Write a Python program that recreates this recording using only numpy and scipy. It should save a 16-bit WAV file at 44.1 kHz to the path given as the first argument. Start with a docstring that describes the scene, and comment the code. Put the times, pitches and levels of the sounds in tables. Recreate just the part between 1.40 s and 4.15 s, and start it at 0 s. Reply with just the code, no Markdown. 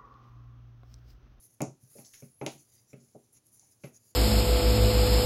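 """A small, quiet room: two nylon ropes are worked out of a knot over a cloth-covered table.
The braided sheaths rustle through the fingers in dense tiny slips and zip once as an end is drawn free.
Rope ends and hands knock on the table top and ring its modes; the hard rope tips click.
Faint air noise and a low hum lie underneath."""
import sys
import numpy as np
from scipy import signal
from scipy.fft import rfft, irfft
from scipy.io import wavfile

SR = 44100
rng = np.random.default_rng(int(sys.argv[2]) if len(sys.argv) > 2 else 0)


def inscribe(sig):
    """Save sig as 16-bit PCM at rate SR to the path in sys.argv[1].

    A 1-D sig is mono; a 2-D sig holds one channel per row.
    Samples are clipped to [-1, 1] before scaling.
    """
    pcm = np.round(np.clip(np.atleast_2d(sig).T, -1, 1) * 32767)
    wavfile.write(sys.argv[1], SR, pcm.astype(np.int16))


N = 121275
EVENT_SAMPLES = int(0.6 * SR)

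# rubs of rope on rope and skin: peak_s, rise_s, fall_s, rasp_db, hiss_db
RUBS = [(0.0, 0.027, 0.032, -68, -59.5), (0.041, .018, 0.025, -64, -50.5), (0.11, 0.09, 0.06, -70.5, -67.5),
        (0.144, .005, 0.0082, -86, -59.5), (0.44, 0.029, 0.094, -70, -62), (0.53, 0.03, 0.071, -67, -56.5),
        (0.59, 0.031, 0.078, -59.5, -53.5), (0.658, 0.011, 0.046, -57, -56.5),
        (0.76, 0.051, 0.089, -59, -55.5), (0.86, 0.048, 0.071, -72.5, -64),
        (1.016, 0.0071, 0.027, -62.5, -64), (1.111, 0.057, 0.053, -64, -55.5),
        (1.202, 0.056, 0.051, -64.5, -61.5), (1.351, 0.079, 0.093, -69, -62),
        (1.511, 0.031, 0.036, -64.5, -66.5), (1.629, 0.077, 0.12, -71.5, -69.5),
        (1.779, 0.17, 0.18, -76.5, -74.5), (1.934, 0.0091, 0.048, -87, -60.5),
        (1.964, 0.021, 0.023, -62.5, -66), (2.081, 0.027, 0.014, -73.5, -62.5),
        (2.142, 0.022, 0.036, -70, -56), (2.206, 0.093, 0.16, -69.5, -64.5),
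        (2.318, 0.012, 0.028, -70, -64.5), (2.458, 0.041, 0.039, -64.5, -58.5),
        (2.562, 0.028, 0.018, -62, -57), (2.692, 0.09, 0.038, -66, -64.5)]
# lower rasp of the braid: freq_hz, density_db
RASP_SPECTRUM = [(300, -3), (900, -16.5), (2400, -12), (3300, -18), (4700, -4.5), (5700, 0), (6700, 3.5),
                 (8200, -5.5), (12000, -37.5)]
# upper hiss of the braid: freq_hz, density_db
HISS_SPECTRUM = [(5000, -24), (8100, -3), (9300, -0.5), (10300, 5.5), (11600, 2), (13500, 3), (15500, -8)]
# zip of the rope drawn free: time_s, pitch_hz, level_db
ZIP_TRACK = [(0.88, 10350, -80), (0.92, 10500, -69), (0.955, 10750, -68), (0.99, 11300, -66),
             (1.025, 11100, -64), (1.05, 10750, -69), (1.07, 10500, -85)]
# knocks on the table: start_s, level_db, contact_cutoff_hz (low = soft), bass_db, middle_db
KNOCKS = [(0.205, -34.5, 3020, -1.5, 4.5), (0.218, -32.5, 1110, -6, 1.5), (0.269, -54.5, 260, 11.5, 5.5),
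          (0.426, -55.5, 156, 4, 8), (0.553, -45.5, 650, -17, -15), (0.584, -55, 3660, 1.5, 2.5),
          (0.823, -54, 2700, 8, -12.5), (1.013, -35, 2380, -3.5, 3), (1.063, -34, 3600, -9.5, 2.5),
          (1.15, -67.5, 754, 12.5, 10.5), (1.531, -48.5, 2600, 3, -17), (1.606, -69.5, 650, 11.5, -10),
          (1.749, -44, 800, -12, -6.5), (2.221, -87, 1090, -10, 29), (2.437, -40.5, 2790, -3, -10.5)]
# table-top modes: freq_hz, level_db, t60_s
TABLE_MODES = [(134.5, 6.5, 0.18), (189.4, -7.5, 0.12), (235, -3, 0.27), (294.9, 0.5, .14), (326, -9, 0.04),
               (411.2, -0.5, 0.13), (564, -1, .12), (617.7, 3.5, 0.05), (753, -15, 0.18), (800, -5.5, 0.15),
               (942.2, -16, 0.2), (2133, -8.5, 0.057), (2393, -6.5, 0.037), (2600, -11.5, 0.13)]
# dense ring of table and room: freq_hz, density_db
BOOM_SPECTRUM = [(40, -26.5), (80, -16), (135, -3), (330, 0.5), (480, -10), (650, -7.5), (1000, -20),
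                 (1400, -21), (1750, -29), (2350, -19.5), (3200, -28), (8000, -19.5)]
# bands that depend on the spot struck: centre_hz, width_octaves, share of middle_db
SPOT_BANDS = [(308.4, 0.2, 0.76), (883, 0.45, .95)]
# clicks of rope tips and snapping fibres: start_s, level_db, low_edge_hz, top_edge_hz
CLICKS = [(0.2055, -39, 5940, 11070), (0.2186, -25, 5900, 11800), (0.224, -57, 6200, 7600),
          (0.649, -47, 4000, 7950), (0.737, -45.5, 1210, 7200), (0.742, -44.5, 1680, 9300),
          (1.064, -24.5, 2290, 11500), (2.067, -50.5, 8600, 11700), (2.196, -45.5, 5940, 8500),
          (2.221, -68, 5000, 8300), (2.442, -46.5, 4170, 7600)]
# colour of a tip click: freq_hz, gain_db
TIP_RESPONSE = [(1200, -1), (2200, 2.5), (3000, 1), (3800, -2), (5200, -4), (6600, 1), (9000, -3),
                (15000, -2.5)]
# room air: freq_hz, density_db
AIR_SPECTRUM = [(25, -27), (60, -7), (115, 6), (160, -4), (300, -6), (600, -13.5), (1500, -22),
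                (3500, -23.5), (6500, -19.5), (10300, -18), (15500, -26)]
# treble colour of the microphone port: freq_hz, gain_db
PORT_RESPONSE = [(4800, -1.5), (6700, 1), (7400, -3.5), (8150, -14), (9100, -1), (10200, 0), (11600, -1),
                 (12400, -9), (13800, -12.5), (15400, -1.5)]


def rope_rubs(grip_spread_db=0.5, grip_rate_hz=66.6):
    """Each rub swells and dies away while the grip catches unevenly."""
    out, t = np.zeros(N), np.arange(EVENT_SAMPLES) / SR
    for peak_s, rise_s, fall_s, rasp_db, hiss_db in RUBS:
        start_s = max(peak_s - t[-1] / 2, 0)
        from_peak_s = start_s + t - peak_s
        swell = np.exp(-(from_peak_s / np.where(from_peak_s < 0, rise_s, fall_s)) ** 2)
        rasp = undb(rasp_db) * braid_slips(RASP_SPECTRUM)
        hiss = undb(hiss_db) * braid_slips(HISS_SPECTRUM)
        add(out, start_s, swell * (rasp + hiss))
    return out * undb(grip_spread_db * wander(grip_rate_hz))


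def braid_slips(spectrum, slips_per_s=3000, spread_db=5, smear_db=12.5, smear_s=0.014, ripple_step_hz=338):
    """Dense tiny slips of the braid, smeared by the room and coloured by the grip's small resonances."""
    n = EVENT_SAMPLES
    slips = (rng.random(n) < slips_per_s / SR) * rng.choice([-1, 1], n)
    slips = slips * undb(spread_db * np.minimum(rng.exponential(size=n), 5))
    tail = rng.standard_normal(n) * np.exp(-np.arange(n) / SR / smear_s)
    room = 1 + undb(smear_db) * rfft(tail) / np.linalg.norm(tail)
    ripple_db = 4 * rng.standard_normal(256)
    grip = undb(np.interp(freqs(slips) / ripple_step_hz, np.arange(len(ripple_db)), ripple_db))
    return unit(irfft(rfft(slips) * room * grip * response(slips, spectrum), n))


def rope_zip(t, width_hz=150, second_ratio=0.965, second_db=-8):
    """Two narrow, unsteady tones that rise and fall with the speed of the pull."""
    def tone(phase):
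        return unit(wander(width_hz) * np.sin(phase) + wander(width_hz) * np.cos(phase))

    time_s, pitch_hz, level_db = np.array(ZIP_TRACK).T
    phase = 2 * np.pi * np.cumsum(np.interp(t, time_s, pitch_hz)) / SR
    envelope = np.interp(t, time_s, undb(level_db), left=0, right=0)
    return envelope * (tone(phase) + undb(second_db) * tone(second_ratio * phase))


def table_knocks(modes_db=0.5, bass_hz=232, low_cut_hz=51.4):
    """Blows ring the table; the spot struck sets bass and middle, and soft contact loses treble."""
    out, t = np.zeros(N), np.arange(EVENT_SAMPLES) / SR
    f = freqs(t)
    middle = sum(share * np.exp(-(np.log2(f / hz) / octaves) ** 2) for hz, octaves, share in SPOT_BANDS)
    low_cut = rolloff(low_cut_hz / f, order=2)
    for start_s, level_db, contact_hz, bass_db, middle_db in KNOCKS:
        knock = undb(modes_db) * table_ring(t) + table_blow(t)
        spot_db = bass_db * rolloff(f / bass_hz, order=2) + middle_db * middle
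        contact = rolloff(f / contact_hz, order=4)
        add(out, start_s, shape(knock, undb(level_db + spot_db) * contact * low_cut))
    return out


def table_ring(t, detune_spread=0.008, rise_cycles=0.8):
    """Decaying table-top modes of alternating sign, slightly detuned on each blow."""
    ring = np.zeros(len(t))
    for k, (hz, level_db, t60_s) in enumerate(TABLE_MODES):
        detuned_hz = hz * (1 + detune_spread * rng.standard_normal())
        envelope = undb(level_db) * decay(t, t60_s) * (1 - np.exp(-t * hz / rise_cycles))
        ring += (-1) ** k * envelope * np.sin(2 * np.pi * detuned_hz * t)
    return ring


def table_blow(t, boom_t60_s=0.21, boom_rise_s=0.0013, slap_s=0.0014):
    """One sharp push, a short slap, then the dense boom of table and room."""
    push = undb(23) * (t == 0)
    slap = undb(7) * np.exp(-t / slap_s)
    boom = undb(6) * decay(t, boom_t60_s) * (1 - np.exp(-t / boom_rise_s))
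    blow = push + rng.standard_normal(len(t)) * (slap + boom)
    return colour(blow, BOOM_SPECTRUM) * np.sqrt(np.mean(boom ** 2))


def tip_clicks(crack_s=0.0012, echo_db=-14.5, echo_t60_s=0.25, echo_cutoff_hz=7400):
    """A hard tip or snapping fibre gives a very short crack, then a duller room echo."""
    out, t = np.zeros(N), np.arange(EVENT_SAMPLES) / SR
    f = freqs(t)
    for start_s, level_db, low_hz, top_hz in CLICKS:
        crack = rng.standard_normal(len(t)) * np.exp(-t / crack_s)
        dull_noise = shape(rng.standard_normal(len(t)), rolloff(f / echo_cutoff_hz, order=4))
        echo = undb(echo_db) * dull_noise * decay(t, echo_t60_s)
        band = rolloff(low_hz / f, order=5) * rolloff(f / top_hz, order=6) * response(t, TIP_RESPONSE)
        add(out, start_s, undb(level_db) * shape(crack + echo, unit(band)))
    return out


def room_tone(t, air_db=-70, hum_hz=118, hum_db=-77):
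    """Faint air noise and a wavering low hum."""
    phase = 2 * np.pi * hum_hz * t + 0.2 * wander(rate_hz=12)
    hum = unit(np.sin(phase) * undb(2.1 * wander(rate_hz=2)))
    air = colour(rng.standard_normal(N), AIR_SPECTRUM)
    return undb(air_db) * air + undb(hum_db) * hum


def undb(db):
    return 10 ** (np.asarray(db) / 20)


def unit(x):
    """Scale to rms 1."""
    return x / np.sqrt(np.mean(x ** 2))


def freqs(x):
    return np.maximum(np.fft.rfftfreq(len(x), 1 / SR), 1)


def response(x, points):
    """Gain at each frequency of x from (freq_hz, gain_db) points."""
    hz, db = np.array(points, float).T
    return undb(np.interp(np.log(freqs(x)), np.log(hz), db))


def shape(x, gain):
    """Minimum-phase filter with the given gain at each frequency."""
    cepstrum = irfft(np.log(gain + 1e-6), len(x))
    cepstrum[1:len(x) // 2] *= 2
    cepstrum[len(x) // 2 + 1:] = 0
    return irfft(rfft(x) * np.exp(rfft(cepstrum)), len(x))


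def colour(x, points):
    """Filter by (freq_hz, gain_db) points; rms 1."""
    return unit(shape(x, response(x, points)))


def rolloff(ratio, order):
    """Butterworth gain, falling where the ratio passes 1."""
    return 1 / np.sqrt(1 + ratio ** (2 * order))


def decay(t, t60_s):
    return np.exp(-np.log(1000) * t / t60_s)


def wander(rate_hz):
    """Low-passed noise, rms 1."""
    noise = rng.standard_normal(N)
    return unit(irfft(rfft(noise) * rolloff(freqs(noise) / rate_hz, order=2), N))


def add(out, start_s, x):
    i = max(int(start_s * SR), 0)
    out[i:i + len(x)] += x[:N - i]


def scene():
    t = np.arange(N) / SR
    return (table_knocks() + tip_clicks() + rope_rubs() + rope_zip(t) + room_tone(t))[None]


def record(dry, top_hz=16000):
    """The microphone port colours the treble; a steep low-pass cuts the top."""
    coloured = shape(dry[0], response(dry[0], PORT_RESPONSE))
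    low_pass = signal.ellip(10, 0.2, 70, top_hz, fs=SR, output="sos")
    return signal.sosfilt(low_pass, coloured)[None]


dry = scene()
out = record(dry)
inscribe(out)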